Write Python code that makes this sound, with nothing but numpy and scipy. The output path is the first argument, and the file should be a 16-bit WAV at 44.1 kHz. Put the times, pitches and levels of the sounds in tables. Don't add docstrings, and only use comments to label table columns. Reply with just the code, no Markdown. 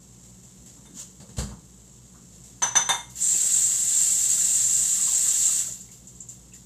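import sys
import numpy as np
from scipy import signal
from scipy.fft import rfft, irfft, next_fast_len
from scipy.io import wavfile
from scipy.ndimage import map_coordinates

SR = 44100
rng = np.random.default_rng(int(sys.argv[2]) if len(sys.argv) > 2 else 0)


def master_out(mix):
    frames = np.transpose(np.atleast_2d(mix))
    ceiling = np.clip(frames, -1, 1)
    pcm = np.round(ceiling * 32767).astype(np.int16)
    wavfile.write(sys.argv[1], SR, pcm)


N = 293397
TIME = np.arange(N) / SR


def amp(db):
    return 10 ** (np.asarray(db) / 20)


def unit(x):
    return x / np.sqrt(np.mean(x ** 2) + 1e-20)


def wobble(rate_hz):
    knots = rng.standard_normal(int(N * rate_hz / SR) + 4)
    return map_coordinates(knots, [TIME * rate_hz])


def ramp(start_s, length_s):
    return np.clip((TIME - start_s) / length_s, 0, 1)


def since(start_s):
    return np.maximum(TIME - start_s, 0)


def decay(age_s, t60_s):
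    return np.exp(-np.log(1000) * age_s / t60_s)


def fade(start_s, attack_s, t60_s):
    age_s = TIME[:int(2 * t60_s * SR)]
    shape = (1 - np.exp(-age_s / attack_s)) * decay(age_s, t60_s)
    return np.pad(shape, (round(start_s * SR), N))[:N]


def filtered(x, response):
    size = next_fast_len(N + SR // 2)
    hz = np.fft.rfftfreq(size, 1 / SR)
    return irfft(rfft(x, size) * response(hz), size)[:N]


def coloured(x, spectrum):
    f, db = np.transpose(spectrum)
    return unit(filtered(x, lambda hz: amp(np.interp(np.log(hz + 1), np.log(f), db))))


def roomy(x, wet_db=0, t60_s=0.34):
    age_s = TIME[:SR // 2]
    tail = rng.standard_normal(len(age_s)) * decay(age_s, t60_s)
    tail /= np.linalg.norm(tail)
    return x + amp(wet_db) * signal.fftconvolve(x, tail)[:N]


def noise(spectrum):
    return coloured(roomy(rng.standard_normal(N), wet_db=-1.0, t60_s=0.4), spectrum)


def patter(rate_hz, spread_db, life_s):
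    hits = rng.random(N) < rate_hz / SR
    sizes = amp(spread_db * np.clip(rng.standard_normal(N), -2, 2))
    cloud = signal.lfilter([1], [1, -np.exp(-2 / (life_s * SR))], hits * sizes ** 2)
    return unit(np.sqrt(cloud) * rng.standard_normal(N))


def tone(hz):
    return np.sqrt(2) * np.sin(2 * np.pi * (hz * TIME + rng.random()))


def resonance(hz, centre_hz, width_hz):
    return 1j * hz * width_hz / (centre_hz ** 2 - hz ** 2 + 1j * hz * width_hz)


def resonant(centre_hz, width_hz):
    return filtered(rng.standard_normal(N), lambda hz: resonance(hz, centre_hz, width_hz))


def murmur(centre_hz, width_hz):
    return unit(filtered(rng.standard_normal(N), lambda hz: 1 / (1 + (2 * (hz - centre_hz) / width_hz) ** 2)))


def ringing(hz, envelope):
    interference = amp(2 * wobble(110))
    phase_rad = 0.76 * wobble(80)
    return envelope * interference * np.sqrt(2) * np.sin(2 * np.pi * hz * TIME + phase_rad)


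# (frequency [Hz], density [dB per Hz])
SIZZLE_SPECTRUM = [(300, -7.5), (710, -9.5), (1200, -23.5), (1760, -18), (2000, -16.5), (2170, -15.5),
                   (3540, -12), (5040, -12), (6880, 0.5), (7560, 3.5), (8470, -7), (9210, -14),
                   (10500, -17), (13500, -18.5), (14400, -25)]
PAN_DB, PAN_WANDER_DB = -54, 0.1
# (time [s], level [dB])
SPITS = [(.23, -61), (.43, -56), (0.66, -51), (2.325, -58), (2.437, -50)]


def pan():
    frying = amp(PAN_DB + PAN_WANDER_DB * wobble(4.5))
    spits = sum(amp(db) * fade(s, 0.001, 0.36) for s, db in SPITS)
    bursts = patter(rate_hz=2500, spread_db=-0.5, life_s=0.0034)
    return (frying + spits) * coloured(roomy(bursts, wet_db=-9.5), SIZZLE_SPECTRUM)


# (frequency [Hz], density [dB per Hz])
FLAME_SPECTRUM = [(25, -25), (42, -13), (58, -3.5), (72, -9.5), (92, -23.5), (125, 2), (155, -8.5),
                  (190, -4), (260, -14.5), (400, -18.5), (520, -21.5), (660, -33), (950, -26.5),
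                  (1400, -32.5), (2400, -45.5)]


def flame():
    return amp(-53.5) * coloured(rng.standard_normal(N), FLAME_SPECTRUM)


# (frequency [Hz], rms level before a common -2 dB trim [dB])
HUM_PARTIALS = [(59.2, -57.5), (118.4, -60), (183.0, -57.5), (360.7, -73)]


def refrigerator():
    return sum(amp(db - 2.0 + 1.2 * wobble(6.1)) * tone(hz) for hz, db in HUM_PARTIALS)


# (time [s], centre [Hz], level [dB])
SCUFFS = [(.615, 229, -47.5), (.68, 290, -54), (.75, 264, -54), (.765, 1030, -60.5), (.875, 270, -47.5),
          (0.931, 240, -49), (1.211, 505, -50), (1.51, 960, -48.5), (1.515, 174, -38), (2.14, 1200, -56)]


def scuffs():
    return sum(amp(db) * fade(s, 0.0057, 0.28) * murmur(hz, 0.5 * hz) for s, hz, db in SCUFFS)


# (time [s], clack before a -2.5 dB trim [dB], grit [dB], sink modes [dB],
#                 low glass modes [dB], high glass modes [dB])
RAPS = [(.854, -54.5, -59, -73, -53, -56), (2.6199, -20.5, -49, -23.5, -37, -18.5),
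        (2.7538, -18, -53, -22, -22.5, -13.5), (2.89, -19.5, -29.5, -16, -17.5, -25)]
# (frequency [Hz], density [dB per Hz])
CLACK_SPECTRUM = [(60, -27), (140, -8.5), (300, -15.5), (480, -7), (640, -9), (900, 1), (1300, -4.5),
                  (1700, -2), (2400, -12), (3700, -7), (5200, -23.5), (6400, -4.5), (8600, -11.5),
                  (9300, -42)]
# (frequency [Hz], density [dB per Hz])
GRIT_SPECTRUM = [(5000, -28), (7000, -20), (8800, 12), (9400, -28), (10000, -21), (10350, 7), (11500, -7),
                 (12700, -8), (13300, -35)]
# (frequency [Hz], relative level [dB], t60 [s])
SINK_MODES = [(724, -20.5, 0.26), (788, -14.5, 0.18), (950, -11.5, 0.35), (1030, -10.5, 0.18),
              (1848, -24, 0.13)]
# (frequency [Hz], relative level [dB], t60 [s])
GLASS_MODES = [(2120, -16.5, 0.41), (3600, -4, 0.27), (6097, -1.5, 0.33), (8860, -22, 0.27),
               (10330, -28, 0.25), (11060, -23.5, 0.21), (11810, -35, .27)]


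def bowl():
    clack, grit = np.zeros((2, N))
    for s, clack_db, grit_db, *_ in RAPS:
        crack = 1.1 * fade(s, 0.0003, 0.03)
        blow = crack + fade(s, 0.0041, 0.33)
        clack += amp(clack_db) * blow
        grit += amp(grit_db) * blow
    out = amp(-2.5) * clack * noise(CLACK_SPECTRUM) + grit * noise(GRIT_SPECTRUM)
    for hz, db, t60_s in SINK_MODES:
        strikes = sum(amp(sink_db) * fade(s, 0.00093, t60_s) for s, _, _, sink_db, _, _ in RAPS)
        out += amp(db) * ringing(hz, strikes)
    # each mode is a close pair, heard as a 21 Hz beat
    beats = [1 + 0.4 * np.cos(2 * np.pi * 21 * (TIME - s - 0.017)) for s, *_ in RAPS]
    for hz, db, t60_s in GLASS_MODES:
        envelope = np.zeros(N)
        for (s, *_, low_db, high_db), beat in zip(RAPS, beats):
            strike_db = high_db if hz > 5000 else low_db
            envelope += amp(strike_db) * fade(s, 0.0066, t60_s) * beat
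        out += amp(db) * ringing(hz, envelope)
    return out


# (frequency [Hz], density [dB per Hz])
SCRAPE_SPECTRUM = [(240, -40), (400, -22), (565, -13), (700, -26), (969, -17.5), (2420, -23), (2980, -14.5),
                   (5270, -15), (7120, 2), (10400, -24), (14400, -23)]
SLIDE_S, SLIDE_ATTACK_S, SLIDE_HOLD_S, SLIDE_T60_S, SLIDE_DB = 0.94, 0.047, 0.028, 0.3, -37.5


def slide():
    lift_s = SLIDE_S + SLIDE_ATTACK_S + SLIDE_HOLD_S
    stroke = ramp(SLIDE_S, SLIDE_ATTACK_S) * decay(since(lift_s), SLIDE_T60_S)
    grain = patter(rate_hz=1000, spread_db=1, life_s=0.0091)
    return amp(SLIDE_DB) * stroke * coloured(grain, SCRAPE_SPECTRUM)


# (time [s], body [dB], boom [dB], rattle [dB])
KNOCKS = [(1.2, -43, -57, -47), (1.289, -46.5, -52, -54), (1.367, -39.5, -62, -38.5),
          (1.383, -25, -24.5, -32.5), (1.49, -43, -38, -59)]
# (frequency [Hz], density [dB per Hz])
BODY_SPECTRUM = [(24, -35), (45, -11), (100, -4), (175, -4.5), (290, -21.5), (450, -19.5), (700, -24),
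                 (1150, -24), (1600, -29.5), (3000, -49), (5000, -76)]
# (frequency [Hz], density [dB per Hz])
RATTLE_SPECTRUM = [(1180, -42), (2000, -13), (2520, -12), (2670, -9), (3370, -11), (4610, -5.5),
                   (5300, -10.5), (7560, 1), (8990, -11.5), (14400, -27)]


def knocks():
    body = sum(amp(db) * fade(s, 0.0017, 0.31) for s, db, _, _ in KNOCKS)
    boom = sum(amp(db) * fade(s, 0.0089, 0.29) for s, _, db, _ in KNOCKS)
    rattle = sum(amp(db) * fade(s, 0.0015, 0.29) for s, _, _, db in KNOCKS)
    return body * noise(BODY_SPECTRUM) + boom * tone(60) + rattle * noise(RATTLE_SPECTRUM)


# (time [s], tick [dB], splash [dB])
SPURTS_AND_DRIPS = [(3.097, -49, -45), (3.156, -36.5, -54), (5.667, -29, -44), (5.722, -33, -51),
                    (5.804, -39.5, -54), (5.913, -50, -45.5), (6.071, -41, -52), (6.152, -48, -60),
                    (6.203, -37.5, -68), (6.287, -35.5, -46), (6.535, -44.5, -47.5)]
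# (frequency [Hz], density [dB per Hz])
TICK_SPECTRUM = [(2350, -53), (4000, -38), (5310, -28), (5640, -15), (7230, 9.5), (7710, 6.5), (8680, -14),
                 (11000, -37.5), (14300, -64), (22000, -120)]
# (frequency [Hz], density [dB per Hz])
SPRAY_SPECTRUM = [(150, -32), (600, -29.5), (1200, -28.5), (2100, -22), (2450, -23), (2750, -14.5),
                  (3150, -18), (3700, -15.5), (4700, -13.5), (5100, -14.5), (7400, 0.5), (8800, -13.5),
                  (10300, -15), (13000, -17.5), (14200, -14.5)]


def spurts_and_drips():
    tick = sum(amp(db) * fade(s, 0.00079, 0.21) for s, db, _ in SPURTS_AND_DRIPS)
    splash = sum(amp(db) * fade(s, 0.0035, 0.42) for s, _, db in SPURTS_AND_DRIPS)
    return tick * noise(TICK_SPECTRUM) + splash * noise(SPRAY_SPECTRUM)


OPEN_S, OPENING_S, SHUT_S = 3.145, 0.078, 5.6
HISS_DB, HISS_POWER, HISS_FALL_DB_PER_S = -22.5, 5.5, 185
SPRAY_DB, WETTING_S, SPRAY_FALL_DB_PER_S = -28.5, 0.079, 99
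SURGE_RATE_HZ, SURGE_DB = 6.2, 0.72


def flow():
    surge_db = SURGE_DB * wobble(SURGE_RATE_HZ)
    opening = ramp(OPEN_S, OPENING_S) ** HISS_POWER
    wet = 1 - np.exp(-since(OPEN_S) / WETTING_S)
    hiss = opening * amp(HISS_DB + surge_db - HISS_FALL_DB_PER_S * since(SHUT_S))
    spray = wet * amp(SPRAY_DB + surge_db - SPRAY_FALL_DB_PER_S * since(SHUT_S))
    return hiss, spray


# (centre [Hz], level relative to spray [dB])
SLOP_BANDS = [(850, -39), (1800, -29.5), (4100, -19.5)]
# (centre [Hz], width [Hz], relative level before the 7400 Hz weighting [dB])
SPOUT_RESONANCES = [(5910, 40, -16.5), (6330, 34, -23), (6870, 55, -23), (6755, 35, -7), (7280, 85, -5),
                    (7450, 52, -4), (7700, 59, -17), (7860, 240, -9.5), (8224, 36, -6), (8680, 130, -18),
                    (9630, 166, -12)]


def tap():
    hiss_gain, spray_gain = flow()
    drops = roomy(patter(rate_hz=6000, spread_db=1.0, life_s=0.00038), wet_db=-4, t60_s=0.19)
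    slop = sum(amp(db + 2.65 * wobble(22)) * murmur(hz, 0.5 * hz) for hz, db in SLOP_BANDS)
    spray = coloured(drops, SPRAY_SPECTRUM) + slop
    spout = sum(amp(db) * resonant(centre, width) for centre, width, db in SPOUT_RESONANCES)
    spout = unit(filtered(spout, lambda hz: 1 / (1 + ((hz - 7400) / 1800) ** 4)))
    flutter = amp(1.13 * wobble(45) + 0.36 * wobble(370))
    return spray_gain * spray + hiss_gain * flutter * spout


FIZZ_RATE_HZ, FIZZ_HZ, FIZZ_HALF_RANGE_OCTAVES = 70, 1697, 2 * 0.907
FIZZ_MIN_DB, FIZZ_SPREAD_DB, FIZZ_T60_S = -51, 2, 0.029


def fizz():
    out, age_s = np.zeros(N + SR), TIME[:SR // 10]
    flow_s = SHUT_S - OPEN_S
    for when, pitch, size in rng.random((int(FIZZ_RATE_HZ * flow_s), 3)):
        start = round((OPEN_S + OPENING_S + when * flow_s) * SR)
        hz = FIZZ_HZ * 2 ** (FIZZ_HALF_RANGE_OCTAVES * (2 * pitch - 1))
        level_db = FIZZ_MIN_DB - FIZZ_SPREAD_DB * np.log(1 - size)
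        ring = np.sin(2 * np.pi * hz * age_s) * decay(age_s, FIZZ_T60_S)
        out[start:start + len(age_s)] += amp(level_db) * ring
    return roomy(out[:N], wet_db=-1, t60_s=0.29)


# (time [s], pitch [Hz], level [dB])
GURGLES_AND_CLINKS = [(3.33, 890, -51), (3.335, 2540, -37.5), (3.339, 300, -44), (3.43, 640, -46.5),
                      (5.073, 1070, -42.5), (5.12, 800, -49), (5.26, 1210, -44), (5.48, 1260, -44),
                      (5.68, 559.6, -51), (5.885, 2150, -53), (6.517, 2660, -53), (6.537, 1950, -56)]


def gurgles_and_clinks():
    return sum(amp(db) * fade(s, 0.0056, 0.16) * murmur(hz, 250) for s, hz, db in GURGLES_AND_CLINKS)


def scene():
    room = pan() + flame() + refrigerator() + scuffs()
    contacts = bowl() + slide() + knocks()
    water_and_clinks = spurts_and_drips() + tap() + fizz() + gurgles_and_clinks()
    return (room + contacts + water_and_clinks)[None]


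BASS_HZ, HOLLOW_HZ, HOLLOW_WIDTH_HZ, TOP_HZ = 33, 2440, 170, 14300


def microphone(hz):
    hollow = 1 - 0.85 * resonance(hz, HOLLOW_HZ, HOLLOW_WIDTH_HZ)
    return hollow * hz ** 4 / (hz ** 4 + BASS_HZ ** 4)


def record(dry):
    return np.array([filtered(x, lambda hz: microphone(hz) * (hz < TOP_HZ)) for x in dry])


dry = scene()
out = record(dry)
master_out(out)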